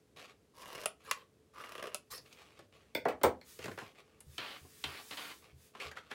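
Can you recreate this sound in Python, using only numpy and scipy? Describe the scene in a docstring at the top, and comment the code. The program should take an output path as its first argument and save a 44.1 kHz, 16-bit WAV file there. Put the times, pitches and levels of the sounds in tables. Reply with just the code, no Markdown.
"""In a small, quiet room, scissors make two slow cuts in a sheet of cardstock; each ends with a snap shut.
The scissors are drawn out and laid on a wooden table, the card is turned over, a hand sweeps
the offcuts away in three long strokes and one short one, and the card is put down.
Rubbing and cutting are filtered streams of tiny random catches; knocks are short pushes
and bursts of noise that ring resonances; soft thumps are fading low tones."""
import sys
import numpy as np
from scipy import signal
from scipy.fft import rfft, irfft, next_fast_len
from scipy.io import wavfile
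from scipy.ndimage import uniform_filter1d, map_coordinates

SR = 44100
rng = np.random.default_rng(int(sys.argv[2]) if len(sys.argv) > 2 else 0)


def master(y):
    """Save y as 16-bit WAV."""
    cut = np.clip(np.atleast_2d(y).T, -1, 1)
    pcm = np.round(cut * 32767)  # scale
    wavfile.write(sys.argv[1], SR, pcm.astype(np.int16))


N = 270767
TIME = np.arange(N) / SR  # seconds since the scene began
AGE = TIME[:SR // 2]  # seconds since one short sound began

# In the tables, t60_s is the time a sound takes to fade by 60 dB.
# Stroke and jerk levels are starting points, before shaping and room echo.


def amp(db):
    """Turn decibels into a gain."""
    return 10 ** (np.asarray(db) / 20)


def unit(x):
    """Scale a sound to an average (rms) level of 1."""
    return x / np.sqrt(np.mean(x ** 2) + 1e-20)


def along(points, hz):
    """Read a curve of (pitch_hz, value) points, spacing pitch as the ear does."""
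    f, v = np.transpose(points)
    return np.interp(np.log(hz + 1), np.log(f + 1), v)


def fade(t60, t=AGE):
    """Die away evenly in decibels: 60 dB in t60 seconds."""
    return np.exp(-np.log(1000) * t / np.maximum(t60, 1e-4))


def strokes(rows, attack_s, release_s, level_column=3):
    """Loudness of strokes: pressure builds up, changes steadily while held, then lets go (release_s is a t60)."""
    gain = np.zeros(N)
    for row in rows:
        start_s, length_s, change_db = row[:3]
        t = np.maximum(TIME - start_s, 0)
        hold = amp(row[level_column] + change_db * np.minimum(t / length_s, 1))
        release = fade(release_s, np.maximum(t - length_s, 0))
        gain += np.minimum(t / attack_s, 1) * hold * release
    return gain


def glides(rows):
    """Loudness of smooth hand movements, each a bell with its own rise and fall."""
    bells = []
    for peak_s, level_db, rise_s, fall_s in rows:
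        width_s = np.where(TIME < peak_s, rise_s, fall_s)
        bells.append(amp(level_db) * np.exp(-0.5 * ((TIME - peak_s) / width_s) ** 2))
    return np.linalg.norm(bells, axis=0)


def wobble(rate):
    """A smooth random curve through `rate` random points a second."""
    points = rng.standard_normal(int(N * rate / SR) + 4)
    return map_coordinates(points, [TIME * rate])


def add(track, start_s, sound):
    """Mix a sound into the track at start_s."""
    part = track[round(start_s * SR):][:len(sound)]
    part += sound[:len(part)]


def excited(peaks, ring_db):
    """The same resonances, struck harder or softer."""
    return [(hz, width, db + ring_db) for hz, width, db in peaks]


def body(x, spectrum, peaks=(), lag=0):
    """A broad colour plus resonances; bending waves arrive lag seconds late at 1 kHz, lower ones later."""
    size = 2 * next_fast_len(len(x) // 2 + 4096)
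    hz = np.fft.rfftfreq(size, 1 / SR)
    power = amp(along(spectrum, hz)) ** 2
    for f, width, db in peaks:
        power = power + amp(db) ** 2 / (1 + ((hz - f) / width) ** 2) ** 2
    # folding the cepstrum makes a filter that answers only after it is struck
    cepstrum = irfft(np.log(power + 1e-12))
    cepstrum[size // 2:] = 0
    cepstrum[0] /= 2
    travel = 4 * np.pi * lag * np.sqrt(1000 * hz)
    response = np.exp(rfft(cepstrum) - 1j * travel)
    return irfft(rfft(x, size) * response)[:len(x)]


# How long the room echo lasts at each pitch: columns pitch_hz, t60_s
ROOM_DECAY = [(100, 0.43), (260, 0.2), (700, 0.22), (1840, 0.18), (4850, 0.17), (12800, 0.13)]


def room(x, wet_db):
    """Direct sound plus a short scattered echo, with its own fading time at each pitch."""
    hz, t, z = signal.stft(rng.standard_normal(len(AGE)), SR, nperseg=256)
    decay = fade(along(ROOM_DECAY, hz)[:, None], t)
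    tail = signal.istft(z * decay, SR, nperseg=256)[1][:len(AGE)]
    tail *= 1 - fade(0.018)  # reflections take a moment to build up
    echo = signal.fftconvolve(x, tail / np.linalg.norm(tail))[:len(x)]
    return x + amp(wet_db) * echo


def shifting(x, depth_db):
    """As the contact point travels over the surface, its colour keeps changing."""
    z = signal.stft(x, nperseg=512)[2]
    field = uniform_filter1d(rng.standard_normal(z.shape), size=5, axis=0)
    field = uniform_filter1d(field, size=6, axis=1)
    return signal.istft(z * amp(depth_db * unit(field)), nperseg=512)[1][:len(x)]


def friction(gain, spectrum, rate, spread_db, smooth, peaks=(), shift_db=5.5):
    """Contacts catch and let go about `rate` times a second over smooth rubbing noise, heard in the room."""
    happens = rng.random(N) < rate / SR
    direction = rng.choice([-1, 1], N)
    strength = amp(spread_db * np.minimum(rng.exponential(size=N), 3))
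    catches = unit(happens * direction * strength)
    rub = body(catches + smooth * rng.standard_normal(N), spectrum, peaks)
    return room(gain * unit(shifting(rub, depth_db=shift_db)), wet_db=-5.0)


# Mid, low and high parts of a knock: columns from_hz, to_hz
KNOCK_BANDS = [(900, 4000), (45, 900), (4000, 16000)]


def blow(levels, spectrum, t60, crack, wet_db, lag, peaks=(), attack=0.000093):
    """A sharp push rings the resonances while a chatter dies away; hardness sets mid, low and high levels."""
    chatter = rng.standard_normal(len(AGE))
    click = 1.0 * (AGE == 0)
    push = crack * body(click, spectrum, excited(peaks, ring_db=-1.5), lag)
    out = 0
    for db, edges, life in zip(levels, KNOCK_BANDS, [1, 1.05, 0.55]):  # treble dies soonest
        force = chatter * fade(t60 * life) * (1 - np.exp(-AGE / attack))
        force = force / np.linalg.norm(force)
        sound = push + body(force, spectrum, excited(peaks, ring_db=-10.0), lag)
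        band_filter = signal.butter(3, edges, 'bandpass', fs=SR, output='sos')
        band = room(signal.sosfilt(band_filter, sound), wet_db)
        loudest = np.sqrt(uniform_filter1d(band ** 2, size=440).max())  # over about 10 ms
        out = out + amp(db) * band / loudest
    return out


# Colour of the room's air: columns pitch_hz, level_db
AIR_COLOUR = [(18, -78), (30, -41), (66, -9), (86, -10), (145, -12), (499, -16.5), (822, -29),
              (9220, -38.5), (16000, -47)]
# A faint resonance in the air: columns pitch_hz, width_hz, level_db
AIR_DRONE = [(434, 11, -6.5)]


def room_air():
    """The room's steady air is filtered noise with one faint resonance."""
    return amp(-68.5) * unit(body(rng.standard_normal(N), AIR_COLOUR, AIR_DRONE))


# Colour of stiff card: columns pitch_hz, level_db
CARD_COLOUR = [(59, -43), (100, 6), (249, 5), (471, 9), (854, -0.5), (1100, -6.5), (1420, -1.5),
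               (2370, -4.5), (16000, -31)]


def flick(levels, pitch_hz, t60):
    """A stiff card edge lets go and flexes at its own pitch."""
    flex = [(pitch_hz, 0.2 * pitch_hz, 14)]
    return blow(levels, CARD_COLOUR, t60=t60, crack=0.25, wet_db=-6.0, lag=0.001195,
                peaks=flex, attack=0.00098)


# Card rubs on fingers and table: columns start_s, length_s, change_db over the stroke, level_db
CARD_RUBS = [(0.16, 0.1, -2.5, -53.5), (0.275, 0.044, -3, -59.5), (0.998, 0.058, -3, -67),
             (2.25, 0.18, -7.5, -63), (2.37, 0.28, -6.5, -63.5), (2.72, 0.25, -11, -65),
             (3.592, 0.057, 4, -55.5), (3.79, 0.13, -10.5, -55), (3.946, 0.058, 3.5, -61),
             (4.04, 0.17, -3.5, -71.5), (5.42, 0.099, -8.5, -61), (5.736, 0.063, -1, -59.5),
             (5.795, 0.095, -12, -42.5), (5.952, 0.043, -2.5, -56.5), (6.0, 0.21, 14.5, -71),
             (6.101, 0.045, -8, -52)]
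# Colour of the rubbing: columns pitch_hz, level_db
RUB_COLOUR = [(88, -43), (150, -16), (270, -16), (480, -1), (941, -11), (1120, -3), (1600, -11), (2400, -6),
              (16000, -35)]
# Card edges catch, flick and tap: columns start_s, mid_db, low_db, high_db, pitch_hz of the flexing edge
CARD_FLICKS = [(0.163, -66, -60, -63, 2660), (2.1782, -58.5, -65, -49, 4800),
               (2.3267, -68, -73, -55.5, 2240), (2.59, -57, -55.5, -60.5, 1180),
               (3.213, -49.5, -46, -65, 1350), (3.589, -52, -46.5, -55, 480),
               (3.641, -45, -46, -45.5, 2320), (3.656, -44, -43.5, -49, 1820),
               (3.68, -44, -43.5, -58, 1180), (3.689, -67, -47.5, -68, 398), (3.714, -49, -51.5, -59, 1740),
               (3.7754, -45.5, -46, -61, 960), (3.7864, -42.5, -52.5, -53, 1630),
               (3.816, -52.5, -48, -71, 1100), (4.205, -63.5, -71, -52.5, 9300),
               (4.648, -72.5, -58, -83, 1010), (5.7497, -49, -57, -70, 1054),
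               (5.8002, -42.5, -74, -52.5, 2300), (5.913, -48, -60, -55.5, 1670),
               (5.9699, -41.5, -61, -59, 1460), (6.113, -42.5, -53, -64, 1640)]


def handling():
    """The sheet rubs and crinkles as it is shifted, and its stiff edges catch and flick."""
    pressure = strokes(CARD_RUBS, attack_s=0.0076, release_s=0.034) * amp(1.4 * wobble(45))
    out = friction(pressure, RUB_COLOUR, rate=700, spread_db=4.0, smooth=0.55, shift_db=2.1)
    for start_s, *levels, pitch_hz in CARD_FLICKS:
        add(out, start_s, flick(levels, pitch_hz, t60=0.052))
    return out


# Blades bite through the card: columns start_s, length_s, change_db over the stroke,
# crunch_db, blade_hiss_db, rasp_pitch_hz
CUT_STROKES = [(0.531, 0.308, 9.5, -58, -64.5, 1000), (1.531, 0.422, -12, -49, -61, 1216)]
# The card gives way in small jerks: columns time_s, level_db
CARD_JERKS = [(0.603, -59), (0.6582, -52), (0.675, -56), (0.7292, -48), (0.7497, -49), (0.7776, -50),
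              (0.796, -64.5), (0.813, -63), (0.837, -51.5), (1.6394, -44.5), (1.7204, -51.5), (1.7533, -43),
              (1.7808, -45.5), (1.795, -45), (1.826, -40.5), (1.8398, -42), (1.8559, -45), (1.871, -44)]
# Colour of crunching card: columns pitch_hz, level_db
CRUNCH_COLOUR = [(59, -38), (100, -18), (300, -8), (478, 1.5), (790, -26), (1100, 1), (1440, -10.5),
                 (1580, -2.5), (2780, -10.5), (3760, -16.5), (7000, -33), (9100, -40), (15400, -120)]
# Colour of blades hissing on each other: columns pitch_hz, level_db
BLADE_COLOUR = [(2060, -13.5), (3500, -3), (5290, -3), (7460, -8), (10400, -8.5), (16000, -14)]
# The card's body and the ring of the blades, deep in a cut: columns pitch_hz, width_hz, level_db
DEEP_CUT_PEAKS = [(623, 77, 4.5), (1120, 93, -9), (2830, 180, -0.5)]
STALL_DB, STALL_S = -5, 0.016  # the blades stick just before each jerk
SLIPS_PER_S, SLIP_DROP_DB = 62, 8  # typical pace of the finer stick and slip, and each slip's fall
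JERK_LOW_DB, JERK_DEEPENS_DB = -11.5, 12  # a jerk's bass as a cut starts, and its growth by the end
JERK_HISS_DB, JERK_TICK_DB, JERK_HIGH_DB = -2, -2.5, -34  # hiss, tick, tick's treble: against the jerk


def cutting():
    """Blades stick and slip through fibres and hiss on each other; a jerk is a stall, then a surge of crunch."""
    slips = np.cumsum(SLIPS_PER_S * amp(4.1 * wobble(60))) / SR
    grip_db = SLIP_DROP_DB * (0.5 - slips % 1) + 1.0 * wobble(100)  # every slip starts loud and runs out
    for jerk_s, _ in CARD_JERKS:
        grip_db = grip_db + STALL_DB * ((TIME > jerk_s - STALL_S) & (TIME < jerk_s))
    crunch = strokes(CUT_STROKES, attack_s=0.067, release_s=0.04) * amp(grip_db)
    hiss = strokes(CUT_STROKES, attack_s=0.067, release_s=0.04, level_column=4)
    hiss = hiss * amp(grip_db + 1.8 * wobble(100))

    depth = np.zeros(N)  # how far the current cut has gone, 0 to 1
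    for start_s, length_s, *_ in CUT_STROKES:
        progress = np.clip((TIME - start_s) / length_s, 0, 1)
        depth = np.where(TIME < start_s, depth, progress)

    ticks = np.zeros(N)
    for jerk_s, level_db in CARD_JERKS:
        surge = amp(level_db) * (1 - fade(0.016)) * fade(0.027)
        add(crunch, jerk_s - 0.002, surge)
        add(hiss, jerk_s - 0.002, amp(JERK_HISS_DB) * surge)
        low_db = JERK_LOW_DB + JERK_DEEPENS_DB * depth[round(jerk_s * SR)]
        levels = level_db + np.array([JERK_TICK_DB, low_db, JERK_HIGH_DB])
        tick = blow(levels, CRUNCH_COLOUR, t60=0.033, crack=0.3, wet_db=-9.0, lag=0.001004,
                    peaks=excited(DEEP_CUT_PEAKS, ring_db=2.0))
        add(ticks, jerk_s - 0.001, tick)

    # the rasp of the first bite gives way to the card's body and the ring of the blades
    colours = [(depth, DEEP_CUT_PEAKS)]
    for start_s, length_s, *_, rasp_hz in CUT_STROKES:
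        during = (TIME > start_s) * (TIME < start_s + length_s)
        colours.append(((1 - depth) * during, [(rasp_hz, 160, 9)]))  # pitch Hz, width Hz, dB
    fibres = np.zeros(N)
    for share, peaks in colours:
        fibres += friction(crunch * np.sqrt(share), CRUNCH_COLOUR, rate=520, spread_db=3.5,
                           smooth=0.2, peaks=peaks, shift_db=1)
    blades = friction(hiss, BLADE_COLOUR, rate=600, spread_db=3.0, smooth=0.3,
                      peaks=[(5300, 700, -4), (10300, 1300, -10)], shift_db=1)
    return ticks + fibres + blades


# Blades snap shut, or open against their stop: columns start_s, mid_db, low_db, high_db, t60_s of the chatter,
# shut_ring_db, open_ring_db (both added to the resonances below)
BLADE_SNAPS = [(0.8583, -32, -35, -30, 0.044, 16, -29), (1.112, -27, -43.5, -31.5, 0.04, -28, 11.5),
               (1.9454, -39.5, -46.5, -34.5, 0.053, 11, -20)]
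# Colour of a snap: columns pitch_hz, level_db
SNAP_COLOUR = [(71, -41), (120, -14.5), (560, 8), (900, -11.5), (1150, 1.5), (1750, -10.5), (2700, -0.5),
               (4060, -10.5), (9790, -13.5), (16000, -24)]
# Resonances of scissors shut in the card: columns pitch_hz, width_hz, level_db
SHUT_PEAKS = [(640, 120, 2), (1280, 110, -2), (2770, 220, -5), (4900, 600, -17), (9900, 1000, -8)]
# Resonances of scissors wide open: columns pitch_hz, width_hz, level_db
OPEN_PEAKS = [(1110, 100, 1), (1960, 220, -2), (2600, 300, -2), (3250, 180, -9)]


def snaps():
    """Steel meets its stop with a hard click that rings blades and card."""
    out = np.zeros(N)
    for start_s, *levels, t60_s, shut_db, open_db in BLADE_SNAPS:
        ring = excited(SHUT_PEAKS, shut_db) + excited(OPEN_PEAKS, open_db)
        click = blow(levels, SNAP_COLOUR, t60=t60_s, crack=0.56, wet_db=-10.0, lag=0.00055, peaks=ring)
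        add(out, start_s, click)
    return out


# Open blades slide along the slit: columns start_s, length_s, change_db over the stroke, card_db, blade_hiss_db
BLADE_SLIDES = [(1.035, 0.069, 0.5, -53.5, -61.5), (1.16, 0.075, -12.5, -51, -66),
                (2.102, 0.079, -13.5, -48, -43.5)]


def sliding():
    """The open blades scrape along the cut edges: card noise plus the hiss of steel."""
    card_gain = strokes(BLADE_SLIDES, attack_s=0.016, release_s=0.036)
    hiss_gain = strokes(BLADE_SLIDES, attack_s=0.016, release_s=0.036, level_column=4)
    card = friction(card_gain, CRUNCH_COLOUR, rate=1000, spread_db=8, smooth=0.86,
                    peaks=excited(OPEN_PEAKS[:1], ring_db=6.5))
    return card + friction(hiss_gain, BLADE_COLOUR, rate=2400, spread_db=3.5, smooth=0.92)


# Skin glides over card and wood: columns fastest_at_s, level_db, rise_s, fall_s (widths of the bell)
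SKIN_GLIDES = [(2.3, -73.5, 0.13, 0.13), (3.5, -58.5, 0.031, 0.068), (3.68, -65, 0.1, 0.12),
               (4.38, -62.5, 0.073, 0.3), (4.88, -60, 0.14, 0.13), (5.2, -55, 0.17, 0.12),
               (5.65, -65.5, 0.056, 0.038)]
# Colour of gliding skin: columns pitch_hz, level_db
GLIDE_COLOUR = [(530, -73), (900, -19), (2450, -15.5), (10000, -15), (16000, -19)]


def skin():
    """Skin hisses softly over card and wood, swelling as the hand speeds up and fading as it slows."""
    return friction(glides(SKIN_GLIDES), GLIDE_COLOUR, rate=5600, spread_db=5, smooth=1.4, shift_db=1)


# Scissors touch the table, tips first, then handles: columns start_s, mid_db, low_db, high_db,
# t60_s of the chatter, steel_ring_db (added to the steel resonances), glint_db, thud_pitch_hz
TABLE_LANDINGS = [(2.949, -32, -35, -36, 0.016, 12.5, -14.5, 770),
                  (3.052, -34, -26.5, -53, 0.052, -11, -45.5, 638),
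                  (3.0837, -39.5, -35, -48, 0.059, -5, -22, 950),
                  (3.233, -28, -23, -31, 0.046, -10, -8.5, 480),
                  (3.243, -31.5, -23.5, -42, 0.022, -28.5, -34.5, 405),
                  (3.412, -57, -62, -59, 0.0083, 11, -40, 600)]
# Colour of the wood: columns pitch_hz, level_db
WOOD_COLOUR = [(30, -58), (75, -17), (160, -17), (255, -9), (520, -3.5), (1100, -6), (2000, -7),
               (3850, -17), (16000, -35)]
# Resonances of the table top under a hard knock: columns pitch_hz, width_hz, level_db
TABLE_TOP_PEAKS = [(260, 20, 3), (425, 25, 7), (496, 22, 9), (586, 20, 6), (640, 22, 9), (820, 25, 5),
                   (967, 20, 6), (1050, 20, 5), (1118, 20, 1), (1410, 90, -4), (1860, 45, -3)]
# Resonances of the scissors loose on the table: columns pitch_hz, width_hz, level_db
LOOSE_PEAKS = [(786, 80, -1), (1510, 85, -5), (2100, 100, -4), (2310, 100, -4), (3480, 150, -8),
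               (4280, 150, -12), (4670, 150, -14), (5280, 180, -15)]
SOFT_DULLS, DULL_ABOVE_HZ = 0.97, 2600  # share of a soft contact's treble loss given to the upper mids


def landings():
    """The scissors clatter onto the wooden top; where steel strikes steel the treble glints."""
    out = np.zeros(N)
    for start_s, mid_db, low_db, high_db, t60_s, ring_db, glint_db, thud_hz in TABLE_LANDINGS:
        wood = excited(TABLE_TOP_PEAKS, low_db + 24.5)  # heavier knocks ring the top more
        steel = excited(LOOSE_PEAKS, ring_db) + [(8520, 640, glint_db), (15300, 2200, glint_db)]
        thud = [(thud_hz, 0.28 * thud_hz, 3)]  # pitch Hz, width Hz, dB
        dulling_db = SOFT_DULLS * (high_db - mid_db)
        colour = [(hz, db + dulling_db * (hz > DULL_ABOVE_HZ)) for hz, db in WOOD_COLOUR]
        knock = blow((mid_db, low_db, high_db), colour, t60=t60_s, crack=0.24, wet_db=-2.5,
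                     lag=0.00283, peaks=wood + steel + thud, attack=0.00063)
        add(out, start_s, knock)
    return out


# Soft low thumps of the table, under the landing scissors or the hand:
# columns start_s, level_db before the slow attack
TABLE_THUMPS = [(3.251, -37), (3.612, -51), (4.266, -46.5), (4.614, -49), (4.855, -44), (5.529, -49),
                (5.855, -47)]
# The table top's lowest tones: columns pitch_hz (varied slightly each time), level_db, t60_s
TABLE_TONES = [(79, 0, 0.26), (108, -6, 0.13), (133, -1, 0.2)]


def thumps():
    """Soft pushes reach only the table's lowest tones, which swell gently and fade."""
    out = np.zeros(N)
    for start_s, level_db in TABLE_THUMPS:
        ring = np.zeros(len(AGE))
        for pitch_hz, tone_db, t60_s in TABLE_TONES:
            varied_hz = pitch_hz * rng.normal(1, 0.025)
            ring += amp(tone_db) * fade(t60_s) * np.sin(2 * np.pi * varied_hz * AGE)
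        add(out, start_s, amp(level_db) * ring * (1 - fade(0.078)))
    return out


# The hand pushes offcuts over the table: columns start_s, length_s, change_db over the stroke, level_db
OFFCUT_SWEEPS = [(4.38, 0.19, -7, -45.5), (4.839, 0.17, -3.5, -50), (5.107, 0.027, 3.5, -49.5),
                 (5.169, 0.15, -5.5, -46.5)]
# Colour of the scraping offcuts: columns pitch_hz, level_db
OFFCUT_COLOUR = [(100, -21), (170, -15), (250, 0), (550, -1), (1400, 2), (3000, 0.5), (4800, -5.5),
                 (6200, -22), (10000, -36), (16000, -46)]
# A push starts with the offcuts catching: columns start_s, level_db
OFFCUT_CATCHES = [(4.3801, -38), (4.8392, -34.5), (5.1095, -46), (5.125, -54), (5.172, -45.5)]
CATCH_LOW_DB, CATCH_HIGH_DB = -15, -2.5  # bass and treble of a catch, against its mids


def sweeping():
    """Offcuts catch with small flicks, then rasp over the wood."""
    pressure = strokes(OFFCUT_SWEEPS, attack_s=0.0017, release_s=0.078) * amp(0.48 * wobble(37))
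    rasp = friction(pressure, OFFCUT_COLOUR, rate=2300, spread_db=3, smooth=0.49, shift_db=1.5)
    for start_s, level_db in OFFCUT_CATCHES:
        levels = (level_db, level_db + CATCH_LOW_DB, level_db + CATCH_HIGH_DB)
        add(rasp, start_s, flick(levels, pitch_hz=2990, t60=0.046))
    return rasp


def scene():
    """All sources over the steady air of the room, as one channel."""
    scissors = cutting() + snaps() + sliding() + landings()
    card_and_hand = handling() + skin() + sweeping()
    return (room_air() + scissors + card_and_hand + thumps())[None]


TOP_HZ = 16100  # upper limit of the sound


def record(dry):
    """A very steep filter takes away the treble above the upper limit."""
    size = next_fast_len(N + SR)
    hz = np.fft.rfftfreq(size, 1 / SR)
    return irfft(rfft(dry, size) / (1 + (hz / TOP_HZ) ** 120), size)[:, :N]


dry = scene()
out = record(dry)
master(out)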